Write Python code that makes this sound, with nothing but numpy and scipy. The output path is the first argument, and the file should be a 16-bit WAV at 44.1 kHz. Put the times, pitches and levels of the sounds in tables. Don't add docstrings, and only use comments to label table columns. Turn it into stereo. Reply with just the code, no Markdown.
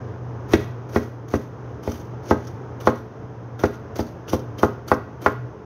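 import sys
import numpy as np
from scipy import signal
from scipy.fft import rfft, irfft, next_fast_len
from scipy.io import wavfile
from scipy.ndimage import uniform_filter1d, minimum_filter1d

SR = 44100
rng = np.random.default_rng(int(sys.argv[2]) if len(sys.argv) > 2 else 0)


def waveform_to_disk(signal):
    frames = np.transpose(np.atleast_2d(signal))
    scaled = np.clip(frames, -1, 1) * 32767
    samples = np.round(scaled).astype(np.int16)
    wavfile.write(sys.argv[1], SR, samples)


N = 249165
TIME_S = np.arange(N) / SR

# frequency in Hz, relative level in dB.
AIR_SPECTRUM = [(25, -25.5), (42, -9), (62, -0.5), (100, 6), (160, 0), (220, -3), (300, -2.5), (430, -2),
                (620, -8.5), (950, -10.5), (1500, -17.5), (2300, -31), (3200, -36), (4400, -44.5)]
AIR_TOP_SPECTRUM = [(5600, -36), (6300, -29), (7500, -42), (15500, -52.5)]
# time in seconds, midrange level in dB.
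AIR_LEVELS = [(0.0, -38.5), (0.47, -39), (1.35, -42), (2.31, -39), (3.43, -42), (4.55, -40), (5.65, -42.5)]
# frequency in Hz, rms level in dB.
HUM_TONES = [(120, -38), (296, -55.5), (438, -53.5)]
# time the skin gives way in seconds, spurt pitch in Hz, skin level in dB,
# press level in dB, press rise in dB/s, drag level in dB, drag hold in seconds, rasp over hiss in dB.
CUTS = [(0.489, 6340, -59, -37.5, 407, -49, 0.086, 2.5), (0.895, 5800, -53.5, -39, 386, -53, 0.077, 2.5),
        (1.286, 6270, -55, -43.5, 304, -57, .09, 1.5), (1.838, 5700, -46, -42, 500, -48, 0.092, 0),
        (2.235, 6000, -60, -42.5, 306, -62, 0.19, 5.5), (2.81, 2860, -43.5, -39.5, 350, -56.5, 0.094, 1),
        (3.599, 3450, -42.5, -42.5, 800, -56.5, 0.1, 4), (3.964, 6160, -38.5, -38.5, 800, -57, 0.089, 1.5),
        (4.287, 2840, -40.5, -33.5, 900, -58, 0.065, 0.5), (4.592, 3100, -37.5, -36, 800, -58.5, .06, 2),
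        (4.886, 4560, -34, -39, 202, -55, 0.035, -4), (5.218, 6000, -59, -42.5, 85, -54, .04, 0)]
# frequency in Hz, relative level in dB.
HISS_SPECTRUM = [(5000, -8.5), (7500, 6), (10000, 0.5), (12500, 5.5), (15500, -5)]
RASP_SPECTRUM = [(600, 14), (1450, -7.5), (2200, 9), (3000, -5), (4000, 0.5), (6000, 9.5), (7500, -11),
                 (11000, -29)]
# frequency in Hz, width in Hz, gain in dB.
BLADE_MODES = [(1322, 234, 7.5), (2876, 32, -7), (3123, 48, -0.5), (3490, 220, -8), (4520, 130, -15),
               (4770, 210, -13.5), (5963, 176, 5), (6390, 310, 6), (9730, 350, -2), (11240, 260, -7),
               (13100, 450, -6.5)]
# start in seconds, level in dB, pitch in Hz.
SQUISHES = [(1.03, -50.5, 6200), (1.35, -43, 2540), (1.915, -42.5, 6130), (1.9974, -56, 6300),
            (2.4686, -47, 5640), (2.8964, -49, 2890), (3.651, -43.5, 2600), (3.7394, -58, 2630),
            (3.999, -42.5, 4670), (4.0644, -56, 4540), (4.2937, -39.5, 6100), (4.3914, -52, 5550),
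            (4.9344, -44.5, 5530)]
# start in seconds, board level in dB, board tilt in dB/octave, slap level
# in dB, thud level in dB, clack level in dB, clack tilt in dB/octave, crack level in dB.
KNOCKS = [(0.5351, -22.5, 4.5, -12.5, -21.5, -27.5, 15, -29), (0.96, -21, 1, -22.5, -26, -30, 5.5, -45),
          (1.3379, -22, -2.5, -27.5, -26, -34, 1, -49), (1.8751, -26, -1.5, -36.5, -28, -48, 17, -58),
          (2.31, -16.5, 2.5, -20.5, -24, -27, -3.5, -44.5), (2.872, -15.5, 5, -28.5, -30.5, -22, -4, -40.5),
          (3.6367, -18.5, 2, -25, -25.5, -30, 2, -40.5), (3.9918, -25, -0.5, -32, -28.5, -45, 3, -51),
          (4.3326, -21.5, 1.5, -25.5, -27, -35.5, -15, -59), (4.632, -16.5, 5.5, -23, -25, -23.5, -14, -47),
          (4.9158, -17, 6.5, -35, -29.5, -21, -7.5, -41.5),
          (5.2614, -18.5, 5.5, -41, -30, -19.5, -4, -38.5)]
# frequency in Hz, gain in dB.
CRACK_SPECTRUM = [(1200, 2), (2400, 2.5), (3400, 6), (5000, 0.5), (7000, 5), (15000, -9)]
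# frequency in Hz, relative level in dB, t60 in seconds.
CLACK_MODES = [(1038, -6, 0.027), (1103, 4.5, 0.015), (1185, -4, 0.028), (1261, -8.5, 0.047),
               (1395, -0.5, 0.022), (1579, -18.5, 0.1), (1705, -10, 0.03), (1900, -8.5, 0.032),
               (1740, -31, .04), (2178, -18, 0.042), (2480, -23, 0.035), (2780, -52, .04)]
BOARD_MODES = [(235.5, -7.5, 0.25), (291.5, -7, 0.21), (363.5, -4, 0.085), (411.3, -0.5, 0.085),
               (432.4, -1, 0.052), (507.2, 1, 0.076), (569.6, 11, 0.014), (633.6, -6, 0.053),
               (697, -4.5, 0.037), (831.5, -2.5, 0.043)]
SLAP_MODES = [(255, -9, 0.072), (349.6, 5.5, 0.027), (391.4, -2, 0.025)]
WORKTOP_MODES = [(66, -46, 0.091), (84.4, 1, 0.068), (95.4, 15, 0.065), (131, -3.5, 0.16)]
# delay in seconds, gain in dB.
ECHOES = [(.0035, -20.5), (.0056, -12), (0.016, -14), (0.028, -32)]
# frequency in Hz, t60 in seconds, relative level in dB.
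REVERB_BANDS = [(100, 0.27, 0.5), (346, 0.22, 3.5), (1240, 0.28, -3), (2980, 0.59, -6), (6750, 0.11, 0.5),
                (15500, 0.22, 3)]
# frequency in Hz, gain in dB.
STEREO_WIDTH_SPECTRUM = [(25, -3), (70, -33), (500, -29), (1200, -46), (3000, -80), (12000, -45)]
# frequency in Hz, gain in dB.
MIC_RESPONSE = [(20, -5), (40, -11.5), (65, -1), (5200, 1), (6400, -8), (6800, -9.5), (7250, -22),
                (8200, -19.5), (9200, -13.5), (12000, -10.5), (15500, -5)]


def from_db(db):
    return 10 ** (np.asarray(db) / 20)


def unit_rms(x):
    return x / np.sqrt(np.mean(x ** 2) + 1e-20)


def at_hz(table, hz, column=1):
    table = np.array(table)
    return np.interp(np.log(np.maximum(hz, 1)), np.log(table[:, 0]), table[:, column])


def colour(x, spectrum):
    size = 2 * next_fast_len(len(x) // 2 + 2048, True)
    gain = from_db(at_hz(spectrum, np.fft.rfftfreq(size, 1 / SR)))
    cepstrum = irfft(np.log(gain))
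    cepstrum[1:size // 2] *= 2
    cepstrum[size // 2 + 1:] = 0
    return irfft(rfft(x, size) * np.exp(rfft(cepstrum)))[:len(x)]


def drift(rate_hz):
    return np.interp(TIME_S * rate_hz, np.arange(4096), rng.standard_normal(4096))


def resonance(x, hz, width_hz):
    r = np.exp(-np.pi * width_hz / SR)
    poles = [1, -2 * r * np.cos(2 * np.pi * hz / SR), r * r]
    return signal.lfilter(np.array([1, 0, -1]) * (1 - r * r) / 2, poles, x)


def add(track, start_s, sound):
    i = max(round(start_s * SR), 0)
    track[i:i + len(sound)] += sound[:N - i]


def at_level(sound, db):
    return sound * from_db(db) / np.sqrt(np.mean(sound[:SR // 25] ** 2) + 1e-20)


def swell(t, rise_db_per_s=0, hold_s=0, fall_db_per_s=0):
    return from_db(rise_db_per_s * np.minimum(t, 0) - fall_db_per_s * np.maximum(t - hold_s, 0))


def appliance(air_over_midrange_db=2.5):
    air = unit_rms(colour(rng.standard_normal(N), AIR_SPECTRUM + AIR_TOP_SPECTRUM))
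    midrange_db = np.interp(TIME_S, *np.transpose(AIR_LEVELS))
    air *= from_db(midrange_db + air_over_midrange_db + 0.88 * drift(10))
    hum = 0
    for hz, db in HUM_TONES:
        amplitude = np.sqrt(2) * from_db(db + 3.5 * drift(7))
        hum += amplitude * np.sin(2 * np.pi * hz * TIME_S + 0.88 * drift(12))
    return air + hum


def wet_grains(rate_hz, friction_gain):
    sizes = from_db(4 * np.minimum(rng.exponential(1, N), 4)) * rng.choice([-1, 1], N)
    bursts = unit_rms(sizes * (rng.random(N) < rate_hz / SR))
    return unit_rms(bursts + friction_gain * rng.standard_normal(N))


def blade(x):
    spots_db = rng.normal(0, 3, len(BLADE_MODES))
    return sum(from_db(db + spot_db) * resonance(x, hz, width_hz)
               for (hz, width_hz, db), spot_db in zip(BLADE_MODES, spots_db))


def slicing():
    out = np.zeros(N)
    hiss = unit_rms(colour(wet_grains(rate_hz=2000, friction_gain=0.55), HISS_SPECTRUM))
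    rasp = unit_rms(colour(wet_grains(rate_hz=870, friction_gain=0.86), RASP_SPECTRUM))
    push = unit_rms(resonance(rng.standard_normal(N), hz=334, width_hz=100))
    friction = wet_grains(rate_hz=1200, friction_gain=0.3)
    for (knock_s, *_), cut in zip(KNOCKS, CUTS):
        skin_s, _, skin_db, press_db, rise_db_per_s, drag_db, drag_s, rasp_db = cut
        span = (TIME_S > skin_s - 0.05) & (TIME_S < knock_s + 0.4)
        since_skin_s, since_knock_s = TIME_S[span] - skin_s, TIME_S[span] - knock_s
        stretch = swell(since_skin_s, rise_db_per_s=1699)
        tear = from_db(skin_db) * swell(since_skin_s, fall_db_per_s=604)
        press = from_db(press_db) * swell(since_knock_s, rise_db_per_s, fall_db_per_s=413.5)
        drag = from_db(drag_db) * swell(since_knock_s, rise_db_per_s, drag_s, fall_db_per_s=175)
        effort = stretch * np.sqrt(tear ** 2 + press ** 2 + drag ** 2)
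        ring = unit_rms(blade(friction[span]))
        rubbing = ring + from_db(-7) * rasp[span] + from_db(4.5) * push[span]
        out[span] += effort * (hiss[span] + from_db(rasp_db) * rubbing)
    return out * from_db(1.8 * drift(140))


def spurts(rise_s=0.0045, fall_s=0.0073, lead_s=0.0088, over_skin_db=-8, spray_db=-17, ring_db=-5):
    out, t = np.zeros(N), TIME_S[:SR // 10]
    grains = wet_grains(rate_hz=2900, friction_gain=0.75)
    envelope = (1 - np.exp(-t / rise_s)) * np.exp(-t / fall_s)
    pierced = [(skin_s - lead_s, skin_db + over_skin_db, hz) for skin_s, hz, skin_db, *_ in CUTS]
    for start_s, db, hz in pierced + SQUISHES:
        spurt = grains[round(start_s * SR):][:len(t)] * envelope
        pitched = resonance(spurt, hz, width_hz=300)
        sound = pitched + from_db(spray_db) * spurt + from_db(ring_db) * blade(spurt)
        add(out, start_s, at_level(sound, db))
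    return out


def struck(modes, rise_s, tilt_db_per_oct=0):
    t = TIME_S[:SR // 3]
    hz, db, t60_s = np.array(modes).T[:, :, None]
    spot_db, detune = rng.normal(0, 1.6, hz.shape), rng.normal(1, 0.007, hz.shape)
    gain = from_db(db + tilt_db_per_oct * np.log2(hz / hz[0]) + spot_db)
    waves = gain * np.exp(-np.log(1000) * t / t60_s) * np.sin(2 * np.pi * hz * detune * t)
    return waves.sum(axis=0) * (1 - np.exp(-t / rise_s))


def bending(x):
    for hz, width_hz in [(230, 330), (480, 520)]:
        r = np.exp(-np.pi * width_hz / SR)
        poles = [1, -2 * r * np.cos(2 * np.pi * hz / SR), r * r]
        x = signal.lfilter(poles[::-1], poles, x)
    return x


def knocks(crack_fall_s=0.0056):
    board, clack, thud, crack = np.zeros((4, N))
    t = TIME_S[:SR // 8]
    for start_s, board_db, board_tilt, slap_db, thud_db, clack_db, clack_tilt, crack_db in KNOCKS:
        for track, modes, rise_s, tilt_db_per_oct, db in [
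                (board, BOARD_MODES, 0.0011, board_tilt, board_db),
                (board, SLAP_MODES, 0.0017, 0, slap_db),
                (clack, CLACK_MODES, 0.0031, clack_tilt, clack_db),
                (thud, WORKTOP_MODES, 0.021, 0, thud_db)]:
            add(track, start_s, at_level(struck(modes, rise_s, tilt_db_per_oct), db))
        burst = rng.standard_normal(len(t)) * np.exp(-t / crack_fall_s)
        add(crack, start_s, at_level(burst, crack_db))
    sharp = clack + colour(crack, CRACK_SPECTRUM)
    echoes = sum(from_db(db) * np.interp(TIME_S - delay_s, TIME_S, sharp, left=0)
                 for delay_s, db in ECHOES)
    low_cut = signal.butter(4, 56, "high", fs=SR, output="sos")
    return signal.sosfilt(low_cut, bending(board) + thud + sharp + echoes)


def kitchen(x, build_s=0.007):
    t, edges_hz = TIME_S[:SR // 2], np.geomspace(50, 18000, 10)
    response = np.zeros(len(t))
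    for low_hz, high_hz in zip(edges_hz, edges_hz[1:]):
        hz = np.sqrt(low_hz * high_hz)
        t60_s, db = at_hz(REVERB_BANDS, hz), at_hz(REVERB_BANDS, hz, column=2)
        band_pass = signal.butter(2, [low_hz, high_hz], "band", fs=SR, output="sos")
        band = signal.sosfilt(band_pass, rng.standard_normal(len(t)))
        response += band * from_db(db) * np.exp(-np.log(1000) * t / t60_s)
    response *= 1 - np.exp(-(t / build_s) ** 2)
    return signal.fftconvolve(x, response / np.sqrt(np.sum(response ** 2)))[:N]


def scene():
    blows, juice, background = knocks(), slicing() + spurts(), appliance()
    reverb = kitchen(from_db(-11) * blows + from_db(-14.5) * juice)
    mid = blows + juice + reverb + background
    side = colour(kitchen(blows + background), STEREO_WIDTH_SPECTRUM)
    return np.array([from_db(0.69) * mid + side, from_db(0.95) * mid - side])


def record(dry, ceiling=0.97, fade_s=0.004, cutoff_hz=15650):
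    heard = np.array([colour(channel, MIC_RESPONSE) for channel in dry])
    allowed_gain = ceiling / np.maximum(np.abs(heard).max(axis=0), ceiling)
    held_gain = minimum_filter1d(allowed_gain, size=65)
    gain = uniform_filter1d(uniform_filter1d(held_gain, size=33), size=33)
    fades = np.minimum(np.minimum(TIME_S, TIME_S[::-1]) / fade_s, 1)
    top_cut = signal.ellip(12, 0.1, 80, cutoff_hz, fs=SR, output="sos")
    return signal.sosfilt(top_cut, heard * gain * fades)


dry = scene()
out = record(dry)
waveform_to_disk(out)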